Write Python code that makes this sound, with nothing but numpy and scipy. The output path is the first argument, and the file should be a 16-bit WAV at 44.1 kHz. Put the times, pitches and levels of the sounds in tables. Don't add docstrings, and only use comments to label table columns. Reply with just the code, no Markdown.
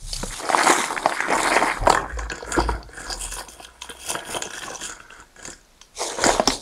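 import sys
import numpy as np
from scipy import signal
from scipy.fft import rfft, irfft, next_fast_len
from scipy.io import wavfile
from scipy.ndimage import uniform_filter1d, map_coordinates

SR = 44100
rng = np.random.default_rng(int(sys.argv[2]) if len(sys.argv) > 2 else 0)


def int16_out(signal):
    q = np.round(np.clip(np.atleast_2d(signal).T, -1, 1) * 32767)
    wavfile.write(sys.argv[1], SR, q.astype(np.int16))


N = 291724
TIME = np.arange(N) / SR


def amp(db):
    return 10 ** (np.asarray(db) / 20)


def unit(x):
    return x / np.sqrt(np.mean(x ** 2) + 1e-20)


def along(points, hz):
    knots, values = np.transpose(points)
    return np.interp(np.log(hz + 1), np.log(knots + 1), values)


def spectrum(points):
    return lambda hz: amp(along(points, hz))


def modes(table):
    return lambda hz: sum((-1) ** k * amp(db) * 1j * hz * width / (centre ** 2 - hz ** 2 + 1j * hz * width)
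                          for k, (centre, width, db) in enumerate(table))


def filtered(x, response):
    size = next_fast_len(N + SR // 2)
    return irfft(rfft(x, size) * response(np.fft.rfftfreq(size, 1 / SR)), size)[..., :N]


def wobble(rate):
    return map_coordinates(rng.standard_normal(int(N * rate / SR) + 4), [TIME * rate])


def swells(start, lasts, db, rise, fall):
    t = TIME - start[:, None]
    attack_db = np.reshape(rise, (-1, 1)) * np.minimum(t, 0)
    return amp(db[:, None] + attack_db - fall * np.maximum(t - lasts[:, None], 0))


def bump(hz, centre, width):
    return np.exp(-(np.log((hz + 1) / centre) / width) ** 2)


def painted(x, gain):
    hz, t, frames = signal.stft(x, SR, nperseg=256)
    patches = uniform_filter1d(rng.standard_normal(frames.shape), size=4, axis=0)
    patches = unit(uniform_filter1d(patches, size=12, axis=1))
    colour = gain(hz[:, None], np.minimum((t * SR).astype(int), N - 1))
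    loudness = np.sqrt(np.mean(np.abs(frames) ** 2, axis=1) @ colour ** 2)
    return unit(signal.istft(frames * colour / loudness * amp(2.12 * patches), SR, nperseg=256)[1][:N])


# frequency in Hz, relative level in dB.
AIR_SPECTRUM = [(15, -18), (25, 4), (107, -16), (723, -18), (2120, -24), (3180, -25.5), (3840, -24),
                (6400, -26.5), (11300, -31.5), (15600, -45)]


def still_air():
    return amp(-55.5) * unit(filtered(rng.standard_normal(N), spectrum(AIR_SPECTRUM)))


# frequency in Hz, seconds to die away by 60 dB.
ROOM_DECAY = [(200, 0.5), (2000, 0.043), (10000, 0.24)]


def room_echo(x):
    hz, t, frames = signal.stft(rng.standard_normal(SR // 2), SR, nperseg=256)
    tail = signal.istft(frames * amp(-60 * t / along(ROOM_DECAY, hz)[:, None]), SR, nperseg=256)[1]
    return signal.fftconvolve(np.pad(x, (200, 0)), tail / np.linalg.norm(tail))[:N]


# start in seconds, hold in seconds, relative level in dB, rumble as a ratio to the note.
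ARM_MOVES = [(0.029, 0.27, -28.5, .4), (0.972, .1, -48, 0.27), (1.353, 0.49, -43, 0.36),
             (1.811, 0.028, -20.5, 0.49), (1.95, 0.14, -36.5, 0.39), (2.135, 0.12, -24.5, 0.12),
             (2.448, .1, -38, .1), (2.585, 0.15, -22.5, 0.17), (2.845, 0.0081, -42, 0.96),
             (2.979, 0.029, -41, .05), (3.082, 0.28, -33.5, 0.2), (3.44, 0.7, -49, 0.12),
             (4.304, 0.49, -57, .25), (4.792, 0.16, -49, 0.31), (5.19, 0.026, -48, .25),
             (5.452, 0.075, -47.5, 0.33), (5.943, 0.18, -51.5, .4), (6.227, 0.13, -32.5, 0.63),
             (6.474, 0.015, -31, 0.74)]
# time in seconds, pitch in Hz.
SWAY_PITCH = [(0.0, 32.1), (1.2, 29.9), (1.8, 35.9), (1.969, 44), (2.129, 54.5), (2.8, 54.2), (3.06, 42.4),
              (3.33, 41), (3.47, 52.2), (4.1, 66), (4.38, 64), (4.68, 34.6), (4.95, 34.2), (5.2, 54),
              (5.451, 41.8), (5.728, 34.3), (6.62, 33)]


def microphone_shake():
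    start, lasts, db, rumble_share = np.transpose(ARM_MOVES)
    levels = swells(start, lasts, db, rise=1000, fall=200) * amp(1.2 * wobble(3.9))
    hz = np.interp(TIME, *np.transpose(SWAY_PITCH)) * (1 + 0.026 * wobble(37))
    sway = np.sin(2 * np.pi * np.cumsum(hz) / SR)
    rumble = unit(filtered(rng.standard_normal(N), modes([(45.6, 36, 1.5), (125, 37, 0.5)])))
    return 0.84 * levels.sum(axis=0) * sway + 0.83 * (rumble_share @ levels) * rumble


# start in seconds, level in dB,
# knock in Hz, tick in Hz, tick weight in dB (halved to give the tick's share).
SNAPS = [(0.131, -13.5, 550, 4480, 1), (0.164, -19, 900, 4600, 1.5), (0.231, -17, 197, 6300, -50),
         (0.233, -21.5, 990, 6300, -50), (0.236, -18.5, 490, 6300, -24), (0.4, -20, 920, 4470, -12),
         (0.454, -19.5, 1220, 4970, -11), (0.491, -9, 1120, 4870, -27), (0.501, -6, 720, 4900, -34),
         (0.528, -11.5, 1450, 2980, -30), (0.534, -11, 640, 3200, -29), (0.547, 1, 890, 3230, -39),
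         (0.567, -22, 800, 3800, -10), (0.59, -10, 710, 4400, -17), (0.634, -13, 1400, 4600, 5),
         (0.699, -6, 334, 3750, -19), (0.704, -3, 1150, 3970, -30), (0.841, -8.5, 1890, 4200, -25),
         (0.906, -11.5, 870, 5280, -45), (0.929, -15, 1080, 3360, -32), (0.965, -10, 1370, 3400, -40),
         (0.978, -7.5, 1770, 3470, -43), (1.029, -25, 760, 3700, -3), (1.059, -0.5, 725, 4670, -35),
         (1.095, -13.5, 1180, 3380, -19), (1.123, -11, 1710, 3430, -47), (1.19, -33, 1213, 7000, -8),
         (1.205, -4.5, 1650, 6400, -31), (1.225, -13, 1440, 3460, -37), (1.258, -24, 1310, 3540, -30),
         (1.283, -17, 630, 3500, -21), (1.304, -12, 467, 5030, -36), (1.325, -13.5, 686, 5200, -11),
         (1.353, -10.5, 1160, 6950, -15), (1.38, -10.5, 1580, 6630, -30), (1.415, -20, 807, 6960, 0),
         (1.431, -12, 520, 7360, -3.5), (1.473, -11, 1550, 5070, -35), (1.54, -9, 1110, 5140, -36),
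         (1.744, -24.5, 125, 5000, -50), (1.78, -28, 1170, 5000, -33), (1.837, -18.5, 705, 4930, -28),
         (1.862, -15, 1280, 3020, -29), (1.87, -2, 990, 7300, -39), (1.874, -2, 630, 4940, -52),
         (1.879, -12, 650, 5000, -46), (1.898, -4.5, 820, 7530, -13), (1.901, 3, 815, 4420, -22.5),
         (1.925, -7.5, 895, 3300, -12.5), (1.927, -22.5, 910, 7200, 0), (1.947, -6.5, 1450, 7260, -20.5),
         (1.95, -11.5, 900, 3320, -29), (1.973, -8, 1160, 3200, -40), (2.172, -27, 477, 5100, -22),
         (2.188, -18, 1060, 6700, -8), (2.192, -19.5, 2010, 6050, -28), (2.232, -27, 1660, 3980, -34),
         (2.255, -30, 1070, 3980, -33), (2.299, -16.5, 1600, 4300, -10.5), (2.316, -19.5, 1500, 2680, -7),
         (2.318, -22, 1550, 6970, 0), (2.356, -27.5, 1600, 7040, 0), (2.38, -28.5, 443, 7000, -3),
         (2.406, -28, 820, 4470, -20), (2.425, -22, 485, 4320, -23), (2.448, -26, 1460, 4660, -35),
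         (2.475, -24.5, 377, 6860, -38), (2.521, -11, 1440, 7160, -1.5), (2.566, -17, 370, 4250, -22),
         (2.574, -10.5, 325, 4330, -53), (2.585, -17, 123, 3040, -50), (2.69, -31, 137, 3040, -55),
         (2.587, -9, 780, 3000, -42), (2.602, -10.5, 920, 4760, -18), (2.621, -25, 909, 4400, -3),
         (2.689, -10, 875, 4370, -55), (2.829, -31, 633, 4500, 24), (2.889, -33.5, 480, 4430, -16),
         (2.932, -32, 1620, 4400, -25), (3.067, -26, 1030, 4600, -14), (3.1, -21, 766, 4680, -4),
         (3.121, -19, 1480, 4870, -3), (3.128, -15.5, 1000, 4800, 0), (3.129, -18.5, 1000, 6950, 0),
         (3.211, -18, 940, 8040, 0.6), (3.322, -22.5, 1390, 6370, -3), (3.338, -20.5, 993, 9500, 0),
         (3.366, -25, 960, 3320, -11), (3.384, -22, 950, 3180, -7), (3.393, -23, 940, 4700, -3),
         (3.484, -30.5, 217, 3170, -1), (3.486, -28, 900, 6300, 5), (3.599, -28, 724, 2720, -15),
         (3.648, -26, 1460, 3250, -1), (3.646, -32, 900, 6300, 0), (3.82, -25, 970, 6200, 0),
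         (3.819, -21.5, 990, 3190, -1), (3.844, -29, 865, 3330, -3), (3.891, -26.5, 1350, 3170, -12),
         (3.895, -24, 300, 9200, -2), (3.904, -24.5, 1300, 3230, -2), (3.915, -26.5, 1100, 3280, -7),
         (3.949, -36, 620, 3300, -21), (3.999, -34.5, 1062, 5900, 0), (4.022, -36, 690, 2630, 0.5),
         (4.091, -19, 924, 6200, 0), (4.101, -15, 694, 5980, -6), (4.115, -19, 750, 3260, -8),
         (4.151, -13, 1152, 2750, -19), (4.19, -26, 905, 3130, 0), (4.203, -31, 700, 3220, 3),
         (4.251, -28, 1560, 3240, -2.5), (4.345, -16.5, 490, 3140, -4.5), (4.368, -15.5, 825, 3080, -8),
         (4.422, -18, 1570, 3230, -1), (4.422, -12.5, 1570, 6900, 0), (4.454, -22.5, 420, 6100, -3),
         (4.468, -31, 700, 6460, 0), (4.505, -23.5, 1540, 5640, -5), (4.534, -23.5, 1610, 3380, -12),
         (4.556, -27, 1600, 6200, 0), (4.58, -25.5, 945, 5900, -3), (4.62, -24, 1660, 3130, -7),
         (4.635, -20, 1580, 3240, -7), (4.702, -23, 524, 6000, -4.5), (4.738, -37, 890, 5960, 0),
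         (4.748, -23.5, 542, 6050, 0), (4.756, -20, 905, 6100, 0), (4.815, -24, 1910, 6400, -6),
         (4.837, -21.5, 1430, 7000, 0), (4.895, -23, 1320, 6700, -5), (4.922, -26.5, 1310, 7040, 0),
         (5.001, -27.5, 1260, 2550, -21), (5.104, -29.5, 1250, 2730, -7.5), (5.201, -32.5, 1300, 7120, 0),
         (5.223, -38, 970, 3330, -14), (5.362, -35.5, 1490, 7050, -12), (5.394, -37, 1600, 3080, -10),
         (5.427, -32, 1610, 7050, -2), (5.452, -20.5, 1640, 6640, -2), (5.463, -33, 1655, 7150, 0),
         (5.476, -23, 1800, 7300, -1), (5.502, -24.5, 1710, 7060, 0), (5.532, -34, 1610, 5230, 2),
         (5.612, -44, 900, 6700, 4.5), (5.649, -49, 900, 5960, 0), (5.704, -53, 900, 6000, 1.5),
         (5.719, -57, 1500, 2900, -1), (5.749, -55, 900, 6830, 0), (5.776, -50.5, 900, 3310, 2),
         (5.814, -31.5, 1207, 3150, -1), (5.815, -31.5, 1207, 5770, -1), (6.185, -19.5, 462, 3330, -43),
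         (6.24, -1.5, 1364, 7300, -25), (6.24, -9, 1350, 4900, 0), (6.267, -6.5, 660, 6940, -4),
         (6.262, -11.5, 234, 5000, -31), (6.292, -8, 720, 5100, -26), (6.397, -1.5, 640, 4950, -46),
         (6.475, 0, 775, 5380, -2.5), (6.4, -12, 215, 4800, -40), (6.479, -8, 257, 5130, -29),
         (6.503, -9, 2050, 4100, -13)]
# frequency in Hz, width in Hz, gain in dB.
BELLY_MODES = [(124.6, 73, -21), (1040, 680, -17)]


def snaps():
    out, t = np.zeros(N + SR), np.arange(SR // 5) / SR
    hz = np.fft.rfftfreq(len(t), 1 / SR)
    low_hz, high_hz = np.array([[130], [2000]]), np.array([[2800], [10000]])
    crack_t60_s, rattle_t60_s = [[.018], [.012]], 0.15
    soft_contact = (1j * hz / (1j * hz + low_hz) / (1 + 1j * hz / high_hz)) ** 2
    push = 4.6 * np.array([[1], [0.53]]) * np.exp(-t / 0.000076)
    onset = 1 - np.exp(-t / 0.00026)
    crumbs = amp(3.5 * wobble(250))
    for start, db, knock_hz, tick_hz, tick_db in SNAPS:
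        at = round(start * SR)
        rattle = 0.12 * amp(-60 * t / rattle_t60_s) * np.resize(crumbs[at:], len(t))
        crack = rng.standard_normal((2, len(t))) * (amp(-60 * t / crack_t60_s) + rattle) * onset
        knock = modes([(knock_hz, .2 * knock_hz, 0), (1.6 * knock_hz, .25 * knock_hz, -6),
                       (.55 * knock_hz, .2 * knock_hz, -13), *BELLY_MODES])(hz)
        tick = modes([(tick_hz, .08 * tick_hz, 0), (1.45 * tick_hz, .1 * tick_hz, -14),
                      (.68 * tick_hz, .07 * tick_hz, -12)])(hz)
        if TIPPING[-1][0] < start < RIGHTING[0][0]:
            tuning = np.interp(start, *np.transpose(GRIP))
            knock *= 0.38 + modes(CHUTE_MODES)(hz / tuning)
            tick += 0.17 * modes(POT_MODES)(hz)
            tick *= 0.33 + modes([(tick_hz, .45 * tick_hz, 0)])(hz)
        pair = irfft(rfft(crack + push) * [knock, tick] * soft_contact, len(t))
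        pair /= np.abs(pair).max(axis=1, keepdims=True)
        share = min(amp(tick_db / 2), .99)
        out[at:at + len(t)] += amp(db) * (np.sqrt(1 - share ** 2) * pair[0] + share * pair[1])
    return out[:N]


def grains(rate, spread_db, clump_db, hiss, life_s):
    unevenness = np.minimum(rng.exponential(size=N), 3)
    hits = (rng.random(N) < rate / SR) * amp(spread_db * unevenness)
    crumbs = signal.lfilter([1], [1, -np.exp(-1 / (life_s * SR))], hits) * rng.standard_normal(N)
    return unit(amp(clump_db * wobble(40)) * (unit(crumbs) + hiss * rng.standard_normal(N)))


def lumps(level, note_hz, grit_level, colour, rate, hiss, width, body, overtone, blend=1):
    grittiness_db = np.clip(20 * np.log10(grit_level / level + 1e-9), -30, 0)
    edge_db = 3 + 0.26 * grittiness_db + 4.5 * wobble(16)
    drum = filtered(grains(rate, spread_db=-3.5, clump_db=1.73, hiss=hiss, life_s=0.0016), colour)
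    drum = (np.atleast_2d(drum) * blend).sum(axis=0)

    def hollow_and_edge(hz, at):
        hollow = body + bump(hz, note_hz[at], width) + overtone * bump(hz, 1.64 * note_hz[at], width)
        return hollow * amp(edge_db[at] / (1 + (1250 / (hz + 1)) ** 6))
    return level * painted(unit(drum), hollow_and_edge)


def grit(level, fizz_hz, sheen_db, wall_db, colour, rate, hiss, sheen_hz, focus):
    ring_db = wall_db + 2.5 * wobble(11)
    sheen = lambda hz, at: amp(sheen_db[at] / (1 + (sheen_hz / (hz + 1)) ** 8))
    fizz = lambda hz, at: 1 + focus * bump(hz, fizz_hz[at], .16)
    ring = lambda hz, at: amp(ring_db[at] / (1 + (hz / 3700) ** 12))
    patter = unit(filtered(grains(rate, spread_db=2.0, clump_db=-0.74, hiss=hiss, life_s=0.0017), colour))
    return level * painted(patter, lambda hz, at: sheen(hz, at) * fizz(hz, at) * ring(hz, at))


# frequency in Hz, relative level in dB.
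BAG_DRUM = [(59, -39), (100, -15.5), (284, 4.5), (338, 9), (402, 5), (613, -2), (1080, -5), (2160, 3),
            (2850, -14), (3200, -7), (4160, -66.5), (7040, -120)]
PAPER_RUSTLE = [(1180, -95), (2000, -25.5), (2180, -6.5), (2920, -5.5), (3620, 0.5), (5700, -11),
                (6590, -3.5), (9130, -1), (10700, -4.5), (11700, -15), (15600, -30)]
# time in seconds, lump level in dB, grit level in dB, hollow note in Hz.
LOAD_SLIDES = [
    [(0.0, -63, -51.5, 595), (0.13, -53, -33.5, 915), (0.24, -45, -36.5, 1090), (0.3, -42, -35.5, 980),
     (0.38, -37.5, -33.5, 920), (0.45, -30.5, -40, 715), (0.6, -20.5, -30, 890), (0.7, -17, -23, 890),
     (0.83, -25, -29, 1100), (0.92, -27.5, -38.5, 920), (1.0, -34.5, -42, 905), (1.12, -31, -37, 860),
     (1.2, -31.5, -39, 1300), (1.27, -26.5, -46, 1160), (1.33, -25.5, -36, 820), (1.44, -22, -28.5, 880),
     (1.6, -18, -33, 800), (1.7, -23, -36, 980), (1.79, -35.5, -46, 920), (1.85, -29.5, -61, 730),
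     (1.92, -50, -61, 743)],
    [(5.92, -75, -71, 863), (5.98, -44.5, -34, 615), (6.01, -27.5, -28, 604), (6.05, -29, -29, 530),
     (6.1, -30, -32.5, 528), (6.17, -28.5, -38.5, 490), (6.195, -21, -33.5, 555), (6.232, -25, -30, 530),
     (6.25, -14.5, -24, 522), (6.3, -17, -23.5, 534), (6.39, -26, -32.5, 630), (6.45, -35, -42.5, 626),
     (6.52, -24.5, -25.5, 545), (6.62, -46.5, -46.5, 410)],
]
TIPPING, RIGHTING = LOAD_SLIDES


def slide(rows, rate, hiss, width, body, overtone, sheen_db, wall_db):
    times, lump_db, grit_db, note_hz = np.transpose(rows)
    lump_level = amp(np.interp(TIME, times, lump_db, left=-200, right=-200))
    grit_level = amp(np.interp(TIME, times, grit_db, left=-200, right=-200))
    note_hz = np.interp(TIME, times, note_hz)
    fizz_hz = 5500 * np.exp(0.12 * wobble(8.3))
    rustle = grit(grit_level, fizz_hz, np.full(N, sheen_db), wall_db, spectrum(PAPER_RUSTLE),
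                  rate=1900, hiss=0.52, sheen_hz=7700, focus=1.0)
    drum = lumps(lump_level, note_hz, grit_level, spectrum(BAG_DRUM), rate, hiss, width, body, overtone)
    return drum + rustle


# frequency in Hz, gain in dB.
UPRIGHT_COLOUR = [(250, -12), (450, 1), (1100, 3.5), (1550, -8.5), (2150, 2), (2700, -7), (3700, -7),
                  (5000, 0.5)]
SETTLED_COLOUR = [(250, -5), (450, -2.5), (1100, 0.5), (1600, -2), (2000, -8), (2600, -7.5), (3300, -3.5),
                  (5000, 0.5)]


def righted_bag():
    load = slide(RIGHTING, rate=1200, hiss=1.0, width=0.201, body=0.19, overtone=0.96,
                 sheen_db=-9.0, wall_db=1.0)
    settled = np.clip((TIME - 6.05) / 0.033, 0, 1)
    falling = filtered(load * (1 - settled), spectrum(UPRIGHT_COLOUR))
    return falling + filtered(load * settled, spectrum(SETTLED_COLOUR))


# frequency in Hz, width in Hz, gain in dB.
CHUTE_MODES = [(131, 590, 0), (360, 54, 8.5), (469, 42, 4.5), (758, 123, 5.5), (982, 79, 4.5),
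               (1460, 113, 6.5), (1650, 72, 8), (2300, 300, 1.5)]
# time in seconds, tuning as a ratio.
GRIP = [(1.9, 1.066), (2.2, 1.062), (2.35, 1), (2.45, 0.98), (2.7, 0.96), (3.3, 1.026), (4.1, 0.973),
        (4.45, 0.96), (4.55, 1.03), (4.75, 1.07), (4.95, 0.94), (5.2, 0.96), (5.36, 1.0), (5.5, 1.01)]


def chute_lumps(level, note_hz, grit_level):
    tunings = np.array([[.94], [1], [1.06], [1.12]])
    grip = np.interp(TIME, *np.transpose(GRIP)) + 0.024 * wobble(16)
    grip = np.clip(grip, tunings[0], tunings[-1])
    blend = np.sqrt(np.maximum(1 - np.abs(grip - tunings) / .06, 0))
    chute = lambda hz: modes(CHUTE_MODES)(hz / tunings) ** 1.435 / (1 + (hz / 2300) ** 6)
    return lumps(level, note_hz, grit_level, chute, rate=210, hiss=0.88, width=0.3, body=0.76,
                 overtone=0.053, blend=blend)


# frequency in Hz, width in Hz, gain in dB.
POT_MODES = [(2627, 170, 9.5), (3276, 156, 11), (4810, 540, -4), (7000, 1100, -7.5), (9370, 800, -3),
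             (13370, 420, -22)]
# time in seconds, gain in dB.
WALL_RING = [(1.9, -12), (2.3, -14.5), (2.8, -13), (3.2, -18.5), (3.6, -5), (4.0, -8), (4.4, -4),
             (4.7, -10), (4.9, -13.5), (5.2, -6.5), (5.5, -22)]


def pot_grit(level, fizz_hz, sheen_db):
    wall_db = np.interp(TIME, *np.transpose(WALL_RING))
    return grit(level, fizz_hz, sheen_db, wall_db, modes(POT_MODES),
                rate=1100, hiss=0.41, sheen_hz=8400, focus=1.9)


# start in seconds, hold in seconds,
# grit level in dB, lump level in dB, hollow note in Hz, fizz centre in Hz, sheen in dB,
# the grit's rise in dB per second.
MIX_SPURTS = [(1.886, 0.059, -37.5, -26.5, 750, 5100, 9, 254),
              (1.979, 0.01, -44, -25, 1250, 7200, -6, 264.5),
              (2.108, 0.056, -54.5, -41, 1524, 7100, -2, 259),
              (2.187, 0.015, -45, -33, 1170, 7150, -14, 2500),
              (2.294, 0.05, -50.5, -34.5, 1600, 7300, -31, 2500),
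              (2.346, 0.08, -49, -48, 523, 4550, -18, 400.5),
              (2.517, 0.027, -37, -27.5, 1400, 7100, 4, 260.5),
              (2.595, 0.025, -37.5, -32.5, 435, 4800, -6, 503),
              (2.681, 0.03, -42, -30, 900, 4660, -0.5, 1500),
              (2.977, 0.076, -41.5, -38, 1470, 7900, -4.5, 257.5),
              (3.105, 0.022, -36, -37, 1030, 5040, -3.5, 267),
              (3.208, 0.033, -31.5, -40.5, 870, 7840, 2.5, 260.5),
              (3.318, 0.018, -33.5, -43, 1470, 6340, 8, 601.5),
              (3.376, 0.018, -37, -38.5, 1000, 4920, 9, 1000),
              (3.492, 0.06, -46.5, -49.5, 614, 6140, 12, 1500),
              (3.612, 0.033, -48, -48.5, 1200, 4940, 7.5, 254), (3.705, 0.1, -61, -55, 900, 9500, -3, 259),
              (3.815, 0.012, -41, -43.5, 1080, 6200, 4, 2000),
              (3.896, 0.027, -46.5, -49.5, 700, 6300, 17, 1500),
              (3.96, 0.052, -56, -59, 700, 6000, 7, 257.5), (4.083, 0.025, -27.5, -36, 800, 6100, 8, 223),
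              (4.12, 0.034, -50, -30.5, 660, 5900, 10, 260), (4.309, 0.045, -33, -32, 694, 6100, 10, 254),
              (4.422, 0.025, -38, -36.5, 690, 6260, -3, 1500),
              (4.531, 0.11, -39, -39, 1600, 6100, 2.5, 260.5),
              (4.676, 0.06, -41, -36.5, 840, 6070, -3.5, 259.5),
              (4.84, 0.015, -31, -36, 1440, 6900, -2, 261),
              (4.905, 0.014, -45.5, -39, 1250, 6900, -24, 261),
              (5.01, 0.022, -57, -47.5, 1280, 6000, -9, 260),
              (5.103, 0.09, -53.5, -45, 1400, 6930, -6.5, 1500),
              (5.367, 0.05, -52.5, -45.5, 1600, 7100, -9, 1998),
              (5.442, 0.07, -45.5, -46.5, 1645, 7100, -12, 263),
              (5.815, 0.025, -56.5, -73, 1210, 4500, -3, 2498.5)]


def pour():
    start, lasts, grit_db, lump_db, note_hz, fizz_hz, sheen_db, rise = np.transpose(MIX_SPURTS)
    lump_lag_s = 0.0083
    grit_power = swells(start, lasts, grit_db, rise, fall=213) ** 2 + 1e-30
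    lump_power = swells(start + lump_lag_s, lasts, lump_db, 0.73 * rise, fall=158) ** 2 + 1e-30
    grit_level, lump_level = np.sqrt(grit_power.sum(axis=0)), np.sqrt(lump_power.sum(axis=0))
    weighted = lambda column, power: column @ power / power.sum(axis=0)
    trickle = pot_grit(grit_level, weighted(fizz_hz, grit_power), weighted(sheen_db, grit_power))
    return trickle + chute_lumps(lump_level, weighted(note_hz, lump_power), grit_level)


def scene():
    tipped_bag = slide(TIPPING, rate=920, hiss=0.57, width=0.3, body=0.18, overtone=0.12,
                       sheen_db=-1.5, wall_db=-4.5)
    near = tipped_bag + pour() + snaps() + righted_bag()
    return (still_air() + near + amp(-14.0) * room_echo(near) + microphone_shake())[None]


def record(dry):
    limited = dry / (1 + np.abs(dry / .96) ** 6) ** (1 / 6)
    return filtered(limited, lambda hz: hz < 15700)


dry = scene()
out = record(dry)
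int16_out(out)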